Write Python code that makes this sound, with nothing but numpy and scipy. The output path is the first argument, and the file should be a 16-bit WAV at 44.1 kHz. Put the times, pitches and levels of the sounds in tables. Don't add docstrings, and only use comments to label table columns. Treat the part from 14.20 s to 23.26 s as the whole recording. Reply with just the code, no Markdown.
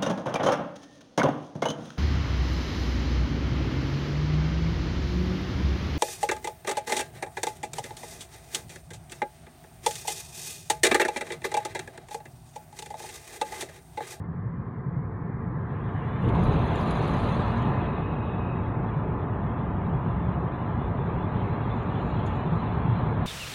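import sys
import numpy as np
from scipy import signal
from scipy.fft import rfft, irfft, next_fast_len
from scipy.io import wavfile
from scipy.ndimage import uniform_filter1d, map_coordinates

SR = 44100
rng = np.random.default_rng(int(sys.argv[2]) if len(sys.argv) > 2 else 0)


def bounce(signal):
    frames = np.transpose(np.atleast_2d(signal))
    limited = np.clip(frames, -1, 1)
    pcm = np.round(limited * 32767).astype(np.int16)
    wavfile.write(sys.argv[1], SR, pcm)


N = 399546
TIME = np.arange(N) / SR
PORTAL_S, PORTAL_CROSSING_S = 2.03, 0.22

# arrival alongside in seconds, seconds alongside, relative level in dB.
LORRY_PASSES = [(2.13, 0.18, -3.5), (2.58, 0.55, 0)]
PICKUP_PASSES = [(7.92, 0.17, -1)]
# frequency in Hz, relative level in dB.
RUSH_SPECTRUM = [(900, -23.5), (1900, -4), (2550, 1.5), (3150, -4), (3700, -2), (4050, -3.5), (4400, -14.5),
                 (4900, -37.5), (5500, -60)]


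def amp(db):
    return np.exp(np.asarray(db) * np.log(10) / 20)


def unit(x):
    return x / np.sqrt(np.mean(x ** 2) + 1e-20)


def step(s, seconds):
    return (1 + np.tanh(2 * (TIME - s) / seconds)) / 2


def bell(hz, centre, width):
    return np.exp(-((hz - centre) / width) ** 2)


def wobble(rate):
    return map_coordinates(rng.standard_normal(int(N * rate / SR) + 4), [TIME * rate])


def filtered(x, response):
    size = next_fast_len(N + SR // 2)
    return irfft(rfft(x, size) * response(np.fft.rfftfreq(size, 1 / SR)), size)[:N]


def spectrum_db(spectrum, hz):
    knots_hz, db = np.transpose(spectrum)
    return np.interp(np.log(hz + 1), np.log(knots_hz), db)


def noise(spectrum):
    size = next_fast_len(N, real=True)
    hz = np.fft.rfftfreq(size, 1 / SR)
    white = rng.standard_normal(2 * len(hz)).view(complex)
    return unit(irfft(white * amp(spectrum_db(spectrum, hz)), size)[:N])


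def steadied(x, seconds):
    power = np.abs(uniform_filter1d(x ** 2, int(seconds * SR)))
    return x / np.sqrt(power + 1e-12)


def patchy(x, depth_db, size=512, above_hz=100):
    hz, _, spectra = signal.stft(x, SR, nperseg=size)
    field = uniform_filter1d(rng.standard_normal(spectra.shape), size=3, axis=0)
    field = uniform_filter1d(field, size=5, axis=1)
    reach = hz ** 8 / (hz ** 8 + above_hz ** 8)
    gain = amp(depth_db * reach[:, None] * np.tanh(unit(field)))
    gain /= np.sqrt(np.mean(gain ** 2, axis=1, keepdims=True))
    return unit(signal.istft(spectra * gain, nperseg=size)[1][:N])


def grit(rate, spread_db, life_s):
    when, strength = rng.random((int(rate * N / SR), 2)).T
    sizes = amp(-spread_db * np.log(1 - 0.95 * strength))
    hits = np.bincount((when * N).astype(int), sizes, N)
    return unit(signal.lfilter([1], [1, -np.exp(-1 / (life_s * SR))], hits))


def passing(events, level_db, rise, fall):
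    gains = []
    for s, length, db in events:
        before, after = np.maximum(s - TIME, 0), np.maximum(TIME - s - length, 0)
        gains.append(amp(level_db + db - rise * before - fall * after))
    return np.linalg.norm(gains, axis=0)


def faint_hiss():
    # frequency in Hz, relative level in dB.
    hiss_spectrum = [(2500, 1), (3500, 6.5), (4100, 4), (4500, 1), (4620, 9.5), (4850, -3.5), (5500, -8.5),
                     (7000, -9.5), (12000, -11), (15000, -14)]
    return amp(-87.5) * noise(hiss_spectrum)


def trim(level_db=-9.5, ring_db=9.5, ring_width_hz=800, rise_s=0.0042, size=4096):
    # time in seconds, relative level in dB, decay time in seconds, resonance in Hz.
    ticks = [(2.088, -37, 0.011, 3400), (2.152, -39.5, .012, 3600), (2.277, -47, .004, 11300),
             (2.558, -39, 0.0077, 7500), (2.71, -35.5, 0.0078, 9700), (2.879, -41, 0.0099, 10900),
             (3.03, -47, .02, 11100), (3.378, -50, .006, 6300), (3.424, -49, 0.0055, 6730),
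             (7.902, -60, .012, 6950), (8.065, -43.5, 0.014, 6550), (8.16, -56, 0.0096, 6960),
             (8.357, -58, .006, 7270)]
    # frequency in Hz, relative level in dB.
    plastic_spectrum = [(1500, -5), (3500, 12.5), (4200, 6), (5200, -10.5), (7000, 0), (8300, -10.5),
                        (9600, -0.5), (11500, -15.5), (13000, -34)]
    out = np.zeros(N)
    hz = np.fft.rfftfreq(size, 1 / SR)
    age = (np.arange(size) - size // 2) / SR
    plastic_db = spectrum_db(plastic_spectrum, hz)
    for s, db, decay_s, ring_hz in ticks:
        colour = amp(plastic_db + ring_db * bell(hz, ring_hz, ring_width_hz))
        scrape = unit(irfft(rfft(rng.standard_normal(size)) * colour))
        envelope = np.exp(np.minimum(age / rise_s, -age / decay_s))
        out[round(s * SR) - size // 2:][:size] += amp(level_db + db) * envelope * scrape
    return out


def whistle():
    # start of full strength in seconds, length in seconds, relative level in dB.
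    draught = [(3.65, .66, -1)]
    # frequency in Hz, width in Hz, relative level in dB.
    resonances = [(2544, 160, 2.5), (2780, 190, -6), (3774, 210, -12)]
    gust = passing(draught, -53.5, rise=14, fall=41)
    lingering = passing(draught, -66, rise=18, fall=3.7)
    gap = lambda f: sum(amp(db) / (1 + (2 * (f - hz) / width) ** 2) ** 2 for hz, width, db in resonances)
    tones = steadied(filtered(rng.standard_normal(N), gap), seconds=0.092)
    return np.hypot(gust, lingering) * amp(1.2 * wobble(14)) * tones


def jolts(rise_s=0.0048):
    # start in seconds, level in dB, resonance in Hz, seconds to decay by 60 dB.
    bumps = [(0.254, -20.5, 118, .15), (0.662, -20, 136, .17), (0.763, -17, 139, 0.19),
             (1.236, -24, 133, .15), (2.074, -14.5, 122, .15), (2.146, -13, 142, 0.13),
             (2.264, -18, 47, .27), (3.512, -16.5, 127, 0.13), (3.975, -22, 153, 0.12),
             (4.755, -15, 147, 0.083), (5.735, -17, 129.4, 0.2), (6.067, -15.5, 111, .14),
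             (6.58, -17.5, 132, 0.17), (7.963, -22, 113, .15), (8.311, -17.5, 163, 0.36),
             (8.685, -13, 121, 0.26)]
    out = np.zeros(N)
    for s, db, hz, t60 in bumps:
        age = np.maximum(TIME - s, 0)
        envelope = (1 - np.exp(-age / rise_s)) * amp(-60 * age / t60)
        out += amp(db) * envelope * np.sin(2 * np.pi * hz * age)
    return out


def pickup():
    # frequency in Hz, relative level in dB.
    sizzle_spectrum = [(3000, -13.5), (4250, 5), (4800, -14.5), (5500, -17.5), (6300, -1.5), (6650, -9),
                       (6950, 3.5), (7300, -6), (8400, -24), (9500, -8.5), (11000, -16), (13000, -30)]
    fine_grit = grit(rate=170, spread_db=2.2, life_s=0.012)
    rush = passing(PICKUP_PASSES, -58, rise=8, fall=1.5)
    rush *= patchy(noise(RUSH_SPECTRUM), depth_db=9.5, size=1024, above_hz=1800)
    sizzle = passing(PICKUP_PASSES, -78, rise=12, fall=17)
    sizzle *= patchy(noise(sizzle_spectrum), depth_db=11)
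    return rush + sizzle * fine_grit


def lorries(shadow_db=13, wake_lag_s=0.08):
    # frequency in Hz, relative level in dB.
    rumble_spectrum = [(20, -21), (55, 11.5), (90, 1.5), (160, -5.5), (225, 6.5), (300, -6), (440, 1),
                       (620, -0.5), (780, -9.5), (1500, -48), (3000, -110)]
    hiss_spectrum = [(3500, -12.5), (4800, 4), (5450, -9), (6150, 3.5), (6900, 1.5), (7600, -7),
                     (8300, -17), (8900, -4), (9450, -3.5), (10300, -12.5), (11500, -25), (13500, -38.5)]
    spray_spectrum = [(8500, -37), (10000, -4.5), (11100, 3), (11850, -8), (12300, -22), (13500, -28.5),
                      (15000, -39)]
    sizzle_spectrum = [(5500, -30.5), (6300, -12), (7300, -14.5), (8500, -27.5), (9050, 1.5), (9450, -1.5),
                       (9900, -25.5), (13000, -38)]
    wake_spectrum = [(3000, -10.5), (4200, 17), (4650, 5.5), (5000, -2.5), (5500, -10.5), (6500, -7.5),
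                     (8300, -2), (9400, -3), (9900, -21.5), (13000, -40)]
    rumble = passing(LORRY_PASSES, -36.5, rise=30, fall=26) * noise(rumble_spectrum)
    rush = passing(LORRY_PASSES, -50, rise=23, fall=20)
    rush *= patchy(noise(RUSH_SPECTRUM), depth_db=4.5, size=768, above_hz=4200)
    hiss = passing(LORRY_PASSES, -66, rise=24, fall=38)
    hiss *= patchy(noise(hiss_spectrum), depth_db=7.5, size=384)
    spray = passing(LORRY_PASSES, -73.5, rise=25, fall=89)
    spray *= patchy(noise(spray_spectrum), depth_db=7, size=384) * amp(2.0 * wobble(25))
    sizzle = passing(LORRY_PASSES, -79, rise=34, fall=26)
    sizzle *= patchy(noise(sizzle_spectrum), depth_db=11) * amp(4.0 * wobble(18))
    s, length, db = LORRY_PASSES[-1]
    wake = passing([(s + wake_lag_s, length, db)], -62, rise=45, fall=42)
    wake *= patchy(noise(wake_spectrum), depth_db=11)
    crackle = (hiss + spray) * grit(rate=330, spread_db=0.5, life_s=0.007)
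    first_arrival_s = LORRY_PASSES[0][0]
    shadow = amp(shadow_db * (step(first_arrival_s, seconds=0.044) - 1))
    return shadow * (rumble + rush + crackle) + sizzle + wake


def tunnel(mouth_s=1.58):
    # frequency in Hz, relative level in dB.
    echo_spectrum = [(700, -24), (1400, 3.5), (2000, 5.5), (2400, 4.5), (2750, 5), (3100, 0.5),
                     (3500, -0.5), (4000, -10), (4300, -23), (4900, -33.5), (7000, -55)]
    own_tyres = amp(-79.5)
    spill = step(mouth_s, seconds=0.6)
    lorry_tyres = passing(LORRY_PASSES, -49, rise=12, fall=10) * spill
    pickup_tyres = passing(PICKUP_PASSES, -51, rise=3.2, fall=0.8) * step(PORTAL_S, PORTAL_CROSSING_S)
    gain = np.sqrt(own_tyres ** 2 + lorry_tyres ** 2 + pickup_tyres ** 2) * amp(0.78 * wobble(14))
    return gain * patchy(noise(echo_spectrum), depth_db=13, size=1024, above_hz=2700)


def road(cruise_db=-38, deep_db=-7.0, enclosure=0.96, edge_s=0.031):
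    # time in seconds, level in dB (only its distance from cruise_db counts).
    rolling_levels = [(0, -51), (0.9, -47), (1.55, -43), (2.02, -39.5), (2.13, -33), (3.45, -32.5),
                      (3.85, -37.5), (5.2, -38), (9.05, -35.5)]
    # start in seconds, length in seconds, extra boom in dB, extra drone in dB.
    stretches = [(0, 0.42, 0, 0), (0.423, 0.16, -3.5, 1), (0.66, 0.14, 0.5, 0), (0.923, 0.21, -2, 0.5),
                 (1.245, 0.14, 2, 1), (2.035, 0.072, 8.5, 8), (2.118, 0.27, 3.5, 3.5), (3.397, 0.1, 2.5, 1),
                 (3.647, 0.83, -1, 0.5), (4.567, 0.39, 0.5, 1), (5.715, 0.4, 1, -1), (6.308, 0.17, -3, -2),
                 (7.546, 0.14, -1.5, 0.5), (8.423, 0.19, 0.5, 0), (8.63, 0.55, 1, -0.5)]
    # frequency in Hz, relative level in dB.
    boom_spectrum = [(15, -41.5), (30, -21), (45, -13.5), (65, -10), (78, -8.5), (98, -0.5), (126, 0),
                     (146, -2.5), (175, -3), (205, -14), (280, -29.5), (600, -91.5)]
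    deep_spectrum = [(15, -31.5), (30, -19), (45, 0), (63, 11), (82, 3), (100, 7), (130, -11), (174, 6),
                     (205, -16.5), (300, -73.5)]
    drone_spectrum = [(120, -28.5), (185, -3.5), (226, 4.5), (256, -2.5), (295, -1.5), (340, -4.5),
                      (385, -3.5), (450, -5), (540, -11), (640, -24.5), (1200, -94)]
    open_roar_spectrum = [(300, -20.5), (470, 0), (580, -3.5), (720, -1), (900, -2.5), (1060, 3),
                          (1200, -4), (1480, -9.5), (1800, -8.5), (2150, -16), (2450, -24.5), (2750, -50.5),
                          (4500, -64)]
    tunnel_roar_spectrum = [(300, -6.5), (480, -5.5), (570, -1), (700, 0), (850, -1), (1020, 1.5),
                            (1150, -3), (1300, -7.5), (1550, -12.5), (1750, -14), (2300, -21),
                            (4500, -71.5)]
    swell_db = np.interp(TIME, *np.transpose(rolling_levels)) - cruise_db
    boom_db = -29 + 0.39 * swell_db
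    drone_db = -36.5 + 0.66 * swell_db
    roar_db = -37 + 0.96 * swell_db
    for s, length, extra_boom_db, extra_drone_db in stretches:
        on_stretch = step(s, edge_s) - step(s + length, edge_s)
        boom_db += extra_boom_db * on_stretch
        drone_db += extra_drone_db * on_stretch
    inside = enclosure * step(PORTAL_S, PORTAL_CROSSING_S)
    air = noise(boom_spectrum) + amp(deep_db) * np.sqrt(inside) * noise(deep_spectrum)
    treads = np.sqrt(1 - inside) * noise(open_roar_spectrum)
    treads += np.sqrt(inside) * noise(tunnel_roar_spectrum)
    boom = amp(boom_db + 0.83 * wobble(9)) * steadied(air, seconds=0.13)
    drone = amp(drone_db) * steadied(noise(drone_spectrum), seconds=0.16)
    roar = amp(roar_db) * patchy(treads, depth_db=7.5, size=1024, above_hz=1840)
    return boom + drone + roar


def cabin(x, spacing_hz=34, ripple_db=1.7):
    # centre in Hz, half width in Hz, gain in dB.
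    peaks = [(231.6, 5.1, 2), (327, 11, -1), (430, 22, 1), (651.5, 21, -4), (690, 16, 2), (736, 19, -1),
             (867, 35, 3.5), (927, 11, -2), (975, 34, 1.5), (1310, 17, 2.5), (1385, 16, -0.5),
             (2280, 87, -2), (3380, 150, 1), (4070, 120, 2)]
    knots = rng.standard_normal(1500)
    ripple = lambda hz: np.interp(hz / spacing_hz, np.arange(len(knots)), knots) * hz / (hz + 500)
    peaks_db = lambda hz: sum(db * bell(hz, centre, width) for centre, width, db in peaks)
    return filtered(x, lambda hz: amp(peaks_db(hz) + ripple_db * ripple(hz)))


def scene():
    outside = road() + tunnel() + lorries() + pickup()
    return (cabin(outside) + jolts() + whistle() + trim() + faint_hiss())[None]


def record(dry, cutoff_hz=15400):
    return filtered(dry[0], lambda hz: hz < cutoff_hz)[None]


dry = scene()
out = record(dry)
bounce(out)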